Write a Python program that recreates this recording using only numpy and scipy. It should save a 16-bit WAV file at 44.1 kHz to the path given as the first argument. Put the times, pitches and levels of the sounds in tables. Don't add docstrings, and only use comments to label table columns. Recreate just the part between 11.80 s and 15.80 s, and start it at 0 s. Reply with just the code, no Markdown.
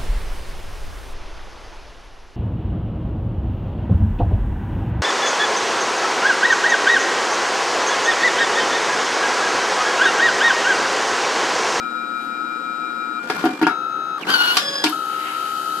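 import sys
import numpy as np
from scipy import signal
from scipy.fft import rfft, irfft, next_fast_len
from scipy.io import wavfile
from scipy.ndimage import map_coordinates

SR = 44100
rng = np.random.default_rng(int(sys.argv[2]) if len(sys.argv) > 2 else 0)


def store_wav(level_fs):
    pcm = np.round(np.clip(np.atleast_2d(level_fs), -1, 1) * 32767)
    wavfile.write(sys.argv[1], SR, pcm.T.astype(np.int16))


N = 176400
T = np.arange(N) / SR
JITTER_RAD, FLUTTER_DB = 0.068, 1.5
GEAR_CHANGE_S = 1.82


# f/Hz, level/dB, left minus right/dB, left lead/rad
ROLLER_TONES = [(1295.6, -30.8, 13, -.4), (3886.8, -47, 4.5, 2.1), (5182.4, -62, 2.5, .6),
                (4764, -65, 4, 0)]
RIBBON_TONES = [(1420.56, -33, 16, -1.7), (1453, -45, 12, -1), (231.5, -48, 0, 0), (1190, -53, -2, 0),
                (710.6, -53, -2, 0)]
# f/Hz, level/dB
PRINT_WHIR = [(40, -49), (125, -26.5), (170, -11), (290, -0.5), (370, -7), (600, -14.5), (1000, -9.5),
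              (1500, -7.5), (1950, -17.5), (4500, -24.5), (6000, -33), (7700, -27.5), (9500, -37.5),
              (14000, -41)]
def print_motors():
    roller = amp(1.5) * tones(ROLLER_TONES, T) * gate(-1, 1.394)
    ribbon = amp(0.5) * tones(RIBBON_TONES, T) * gate(-1, 1.645)
    pulse = 1 - 0.52 * np.cos(2 * np.pi * 5.92 * (T - 0.133))
    whine = pulse * tones([(2381, -43.3, -6, .2)], T, flutter_db=0.4)
    gears = amp(-38) * noise(PRINT_WHIR)
    return roller + ribbon + (whine + gears) * gate(-1, GEAR_CHANGE_S)


# start t/s, braking t/s
FEED_TIMES = [(1.809, 2.383), (3.034, 4.1)]
# multiple of the step rate, level/dB, left minus right/dB, left lead/rad
STEPPER_TONES = [(1, -30.5, 7, -.3), (2, -55, -8, -.3), (3, -47.5, 7, -2.1), (4, -64, -4, 0),
                 (5, -60, -4, -.4), (7, -72, -5, 0)]
# f/Hz, level/dB, left minus right/dB, left lead/rad
CRUISE_TONES = [(1346.25, -31, 10, -.9), (1453, -46, 12, -1), (2628.4, -62, -8, -.3), (387.6, -49, 1, 0)]
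# f/Hz, level/dB
FEED_WHIR = [(85, -50), (135, -5.5), (190, -2.5), (310, 1.5), (560, -4.5), (820, 3.5), (1150, -8.5),
             (1500, 2.5), (2000, -13.5), (4000, -14), (6000, -29), (14000, -31)]
def feed_motor():
    full_speed_hz, ramp_s = 1282.13, .088
    overshoot_db, settle_s = 4, .04
    drive = cruise = 0
    for start, brake in FEED_TIMES:
        drive += np.clip(np.minimum(T - start, brake + ramp_s - T) / ramp_s, 0, 1)
        overshoot = amp(overshoot_db * np.exp(-abs(T - start - ramp_s) / settle_s))
        cruise += gate(start + ramp_s, brake) * overshoot
    step_hz = full_speed_hz * drive ** .45
    cycles = np.cumsum(step_hz) / SR
    steady = amp(1.5) * (tones(STEPPER_TONES, cycles) + tones(CRUISE_TONES, T))
    frame = tones([(3, -26, -8, 0)], cycles, jitter_rad=1.8, flutter_db=3)
    frame *= resonance(3 * step_hz, centre_hz=2430, width_hz=340) * wobble(650)
    growl = drive * tones([(0.97, -32.5, 6, 0.0044)], cycles, jitter_rad=1.8, flutter_db=9.7)
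    changing_speed = (drive > 0) & (drive < 1)
    gears = amp(-38.5) * noise(FEED_WHIR) * gate(GEAR_CHANGE_S, 5)
    return cruise * steady + changing_speed * (frame + growl) + gears


# t/s, f/Hz, level/dB
OUT_PATH = [(2.47, 1386, -14), (2.495, 1526, 0.5), (2.515, 1578, -6.5), (2.545, 1508, 8), (2.578, 1443, -1),
            (2.603, 1439, 6.5), (2.635, 1449, -0.5), (2.705, 1441, 1.5), (2.74, 1460, -4), (2.77, 1494, -6)]
BACK_PATH = [(2.785, 588, -5), (2.822, 569, 3.5), (2.868, 560.7, 3), (2.932, 558.4, 3.5), (2.965, 557, 4),
             (2.99, 563, 0), (3.015, 553, 1.5), (3.038, 564, 3)]
# multiple of the pitch, level/dB, left minus right/dB, left lead/rad
OUT_BUZZ = [(1, -20.5, 8, -2), (2, -25, 0.5, -1.77), (3, -30.5, 4.5, 4.5), (4, -43, -4, 1.5)]
BACK_BUZZ = [(1, -41.5, 0, 0.1), (2, -40, 2, -1.3), (3, -39, 1, -1.5), (6, -35.5, 6, 4.5),
             (9, -35.5, 0.5, 0.9), (12, -49, 0, 1.1)]
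# f/Hz, level/dB
OUT_NOISE = [(90, -53), (170, -15), (330, 0), (600, -6), (900, 7), (1500, 4.5), (2100, -3.5), (3000, 4),
             (4600, 0), (6000, -10), (9000, -14), (11500, -7.5), (14000, -16)]
BACK_NOISE = [(95, -44), (160, -8), (330, -9.5), (600, -10), (900, -22), (1500, -4), (2100, -17.5),
              (3500, -8.5), (6000, -21), (9000, -23), (14000, -33)]
def cutter():
    outward = cutter_stroke(OUT_PATH, OUT_BUZZ, OUT_NOISE, jitter_rad=.65, rasp_db=-24)
    back = cutter_stroke(BACK_PATH, BACK_BUZZ, BACK_NOISE, jitter_rad=.36, rasp_db=-32.5)
    return outward + back


def cutter_stroke(path, buzz_tones, rasp_spectrum, jitter_rad, rasp_db):
    times, hz, _ = np.transpose(path)
    cycles = np.cumsum(np.interp(T, times, hz)) / SR
    bite = 1 + 4.5 * np.exp(-abs(T - times[0]) / .03)
    buzz = tones(buzz_tones, cycles, jitter_rad * bite, flutter_db=2.2)
    housing_ring = lambda f: 1 + amp(9) * resonance(f, centre_hz=4770, width_hz=124)
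    buzz = filtered(buzz, housing_ring)
    grain = unit(amp(2.1 * wobble(700) + .6 * wobble(60)))
    chatter = unit(amp(2.3 * wobble(140)))
    rasp = amp(rasp_db) * grain * noise(rasp_spectrum) * gate(times[0] + 0.016, times[-1], fade_s=0.024)
    return swell(path) * buzz * chatter + rasp


# t/s, thud level/dB, panel level/dB, crack level/dB, shudder length/s, boosted panel f/Hz
KNOCKS = [(0.028, -32, -40.5, -45, .004, 745), (1.4992, -24, -14, -22, 0.0059, 415),
          (1.639, -11, -19, -33, 0.0058, 745), (1.654, -10.5, -16.5, -27, 0.0091, 745),
          (1.691, -22, -41, -46, .006, 925), (1.732, -24, -39, -48, .004, 925),
          (1.814, -14, -19, -31, 0.012, 925), (1.826, -11.5, -19, -27.5, 0.013, 925),
          (1.867, -14.5, -10, -23.5, 0.0056, 925), (2.467, -32.5, -28, -38, .03, 415),
          (2.769, -33, -13.5, -6.5, .002, 1170), (3.039, -18, -15, -9.5, 0.034, 925),
          (3.066, -26.5, -21.5, -25, 0.049, 925)]
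# f/Hz, level/dB, time to fade by 60 dB/s
CASE_NOTES = [(310, 2.5, 0.07), (264, -10.5, 0.23), (395, -14, 0.16), (174.5, -18.5, 0.17)]
# f/Hz, level/dB
PANEL_NOISE = [(110, -47), (200, -4.5), (500, -14.5), (900, 0.5), (1430, 1.5), (1900, -3), (3000, -9.5),
               (8000, -47)]
CRACK_NOISE = [(300, -38), (1800, -12), (3200, 0), (4900, 0), (6000, -9.5), (9000, -15.5), (12000, -18),
               (15000, -31)]
def clunks():
    thuds, rattles = np.zeros(N), np.zeros((2, N))
    panel_noise, crack_noise = noise(PANEL_NOISE), noise(CRACK_NOISE)
    thud_rise_s, rattle_rise_s, low_cut_hz = .0022, .0007, 148
    t = T[:SR // 3]
    for start, thud_db, panel_db, crack_db, shudder_s, boosted_hz in KNOCKS:
        span = slice(round(start * SR), round(start * SR) + len(t))
        after_shudder = np.maximum(t - shudder_s, 0)
        case = 0
        for hz, db, fade_s in CASE_NOTES:
            detune = 1 + rng.normal(0, .01)
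            case += decay(after_shudder, db, fade_s) * np.sin(2 * np.pi * hz * detune * t)
        thuds[span] += amp(thud_db) * case * (1 - np.exp(-t / thud_rise_s))
        panel = panel_ring(boosted_hz, t) + amp(-5) * panel_noise[:, span]
        panel *= decay(t, panel_db, fade_s=.085)
        crack = decay(t, crack_db, fade_s=.058) * crack_noise[:, span]
        rattles[:, span] += (panel + crack) * (1 - np.exp(-t / rattle_rise_s))
    low_cut = signal.butter(2, low_cut_hz, "high", fs=SR, output="sos")
    return signal.sosfilt(low_cut, thuds) + room_echo(rattles)


# f/Hz, level/dB
PANEL_NOTES = [(415, -14), (745, -6), (925, -11), (1170, -11), (1425, -3), (1660, -11)]
def panel_ring(boosted_hz, t):
    ring = 0
    for hz, db in PANEL_NOTES:
        boost_db = 11 * np.exp(-((hz - boosted_hz) / 80) ** 2)
        pan = unit(amp(look_up(BALANCE, hz) * np.array([[.5], [-.5]])))
        ring += amp(db + boost_db + rng.normal()) * pan * np.sin(2 * np.pi * (hz * t + rng.random()))
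    return ring


# t/s, level/dB
RUSTLE_SWELL = [(.34, -61), (.44, -50), (.52, -61)]
HISS_SWELL = [(3.08, -34.5), (3.2, -40.5), (3.6, -38), (4, -37)]
RUB_SWELL = [(3.28, -43), (3.4, -39), (3.48, -31.5), (3.56, -38), (3.74, -43.5)]
# f/Hz, level/dB
HISS_NOISE = [(200, -29), (1500, -1), (2350, -13), (3050, -2), (3600, -9), (4500, -2.5), (5600, -12.5),
              (7500, -9.5), (9400, -15.5), (10600, -6.5), (12000, -12.5), (13200, -10), (14500, -30)]
RUB_NOISE = [(300, -35), (900, 6), (2100, 9), (3000, 9), (4200, -9), (9000, -66)]
def paper():
    hiss = (swell(RUSTLE_SWELL) + swell(HISS_SWELL)) * noise(HISS_NOISE)
    rub = swell(RUB_SWELL) * noise(RUB_NOISE)
    slot = gate(HISS_SWELL[0][0], 5) * tones([(3060, -47, 5, 0)], T, jitter_rad=2.4, flutter_db=1.7)
    return slot + (hiss + rub) * unit(amp(0.6 * wobble(300)))


# t/s, level/dB
SHIFT_SWELL = [(1.39, -67), (1.44, -36.5), (1.575, -28.5), (1.63, -31.5), (1.72, -33.5), (1.81, -37)]
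BRAKE_SWELL = [(2.385, -42), (2.42, -31.5), (2.45, -38.5), (2.475, -23.5), (2.51, -22), (2.56, -23.5)]
# f/Hz, level/dB
SCRAPE_NOISE = [(60, -66), (170, -5), (320, -2.5), (600, -11), (1400, -3), (2000, -14), (4500, -17.5),
                (7000, -26.5), (14000, -34)]
def cam_scrape():
    loudness = swell(SHIFT_SWELL) + swell(BRAKE_SWELL)
    return loudness * noise(SCRAPE_NOISE) * unit(amp(3.6 * wobble(160)))


# t/s, level/dB
LATCH_CLICKS = [(1.565, -37), (1.649, -29), (1.82, -32), (3.095, -24.5)]
def latches():
    bursts = sum((T > start) * decay(abs(T - start), db, fade_s=.032) for start, db in LATCH_CLICKS)
    return bursts * noise([(5500, -20), (11000, 0)])


# f/Hz, level/dB
HUM_TONES = [(311.8, -47.5), (509, -52)]
def hum():
    return tones([(hz, db, 0, 0) for hz, db in HUM_TONES], T, jitter_rad=0.39, flutter_db=3.5)


def room_echo(x):
    t = T[:SR // 2]
    tail = noise([(1000, 0)])[:, :len(t)] * decay(t, 0, fade_s=.22) * (t > .005)
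    tail /= np.linalg.norm(tail[0])
    return x + amp(-4.5) * signal.fftconvolve(x, tail, axes=1)[:, :N]


# f/Hz, likeness (1 = the same)
LIKENESS = [(40, 0), (150, 0.93), (350, 0.96), (600, 0.57), (1000, 0.73), (2000, 0), (14000, 0)]
# f/Hz, left minus right/dB
BALANCE = [(300, -0.5), (700, 1.5), (1100, 3.5), (1500, 9.5), (2050, -7.5), (3000, 4), (4500, 0.5),
           (6000, 0.5), (14000, -2)]
def noise(spectrum):
    def spread(hz):
        angle = np.arccos(np.clip(look_up(LIKENESS, hz), -1, 1)) / 2
        return amp(look_up(spectrum, hz)) * [np.cos(angle), np.sin(angle)]
    mid, side = filtered(rng.standard_normal((2, N)), spread)
    pan = lambda hz: np.sqrt(1 / (1 + amp(look_up(BALANCE, hz) * [[-1], [1]]) ** 2))
    return unit(filtered(np.array([mid + side, mid - side]), pan))


def tones(rows, cycles, jitter_rad=JITTER_RAD, flutter_db=FLUTTER_DB):
    mix, sides = np.zeros((2, N)), np.array([[.5], [-.5]])
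    for multiple, db, pan_db, lead in rows:
        pan = amp(pan_db * sides)
        phase = 2 * np.pi * multiple * cycles + jitter_rad * wobble(170) + lead * sides
        loudness = amp(db + flutter_db * wobble(29.695))
        mix += np.sqrt(2) * loudness * pan / pan.mean() * np.sin(phase)
    return mix


def amp(db):
    return 10 ** (np.asarray(db) / 20)


def unit(x):
    return x / np.sqrt(np.mean(x ** 2) + 1e-20)


def decay(t, db, fade_s):
    return amp(db - 60 * t / fade_s)


def resonance(hz, centre_hz, width_hz):
    return 1 / (1 + ((hz - centre_hz) / width_hz) ** 2)


def look_up(points, hz):
    f, values = np.transpose(points)
    return np.interp(np.log(hz + 1), np.log(f + 1), values)


def wobble(rate):
    return map_coordinates(rng.standard_normal(4096), [T * rate], mode="wrap")


def gate(on, off, fade_s=0.0029):
    return np.clip((T - on) / fade_s + .5, 0, 1) * np.clip((off - T) / fade_s + .5, 0, 1)


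def swell(rows):
    times, *_, db = np.transpose(rows)
    return amp(np.interp(T, times, db)) * gate(times[0], times[-1])


def filtered(x, response):
    size = next_fast_len(N + 8192)
    return irfft(rfft(x, size) * response(np.fft.rfftfreq(size, 1 / SR)), size)[..., :N]


def scene():
    return hum() + cutter() + print_motors() + feed_motor() + cam_scrape() + paper() + clunks() + latches()


def record(dry):
    return filtered(np.clip(dry, -1, 1), lambda hz: hz < 14900)


dry = scene()
out = record(dry)
store_wav(out)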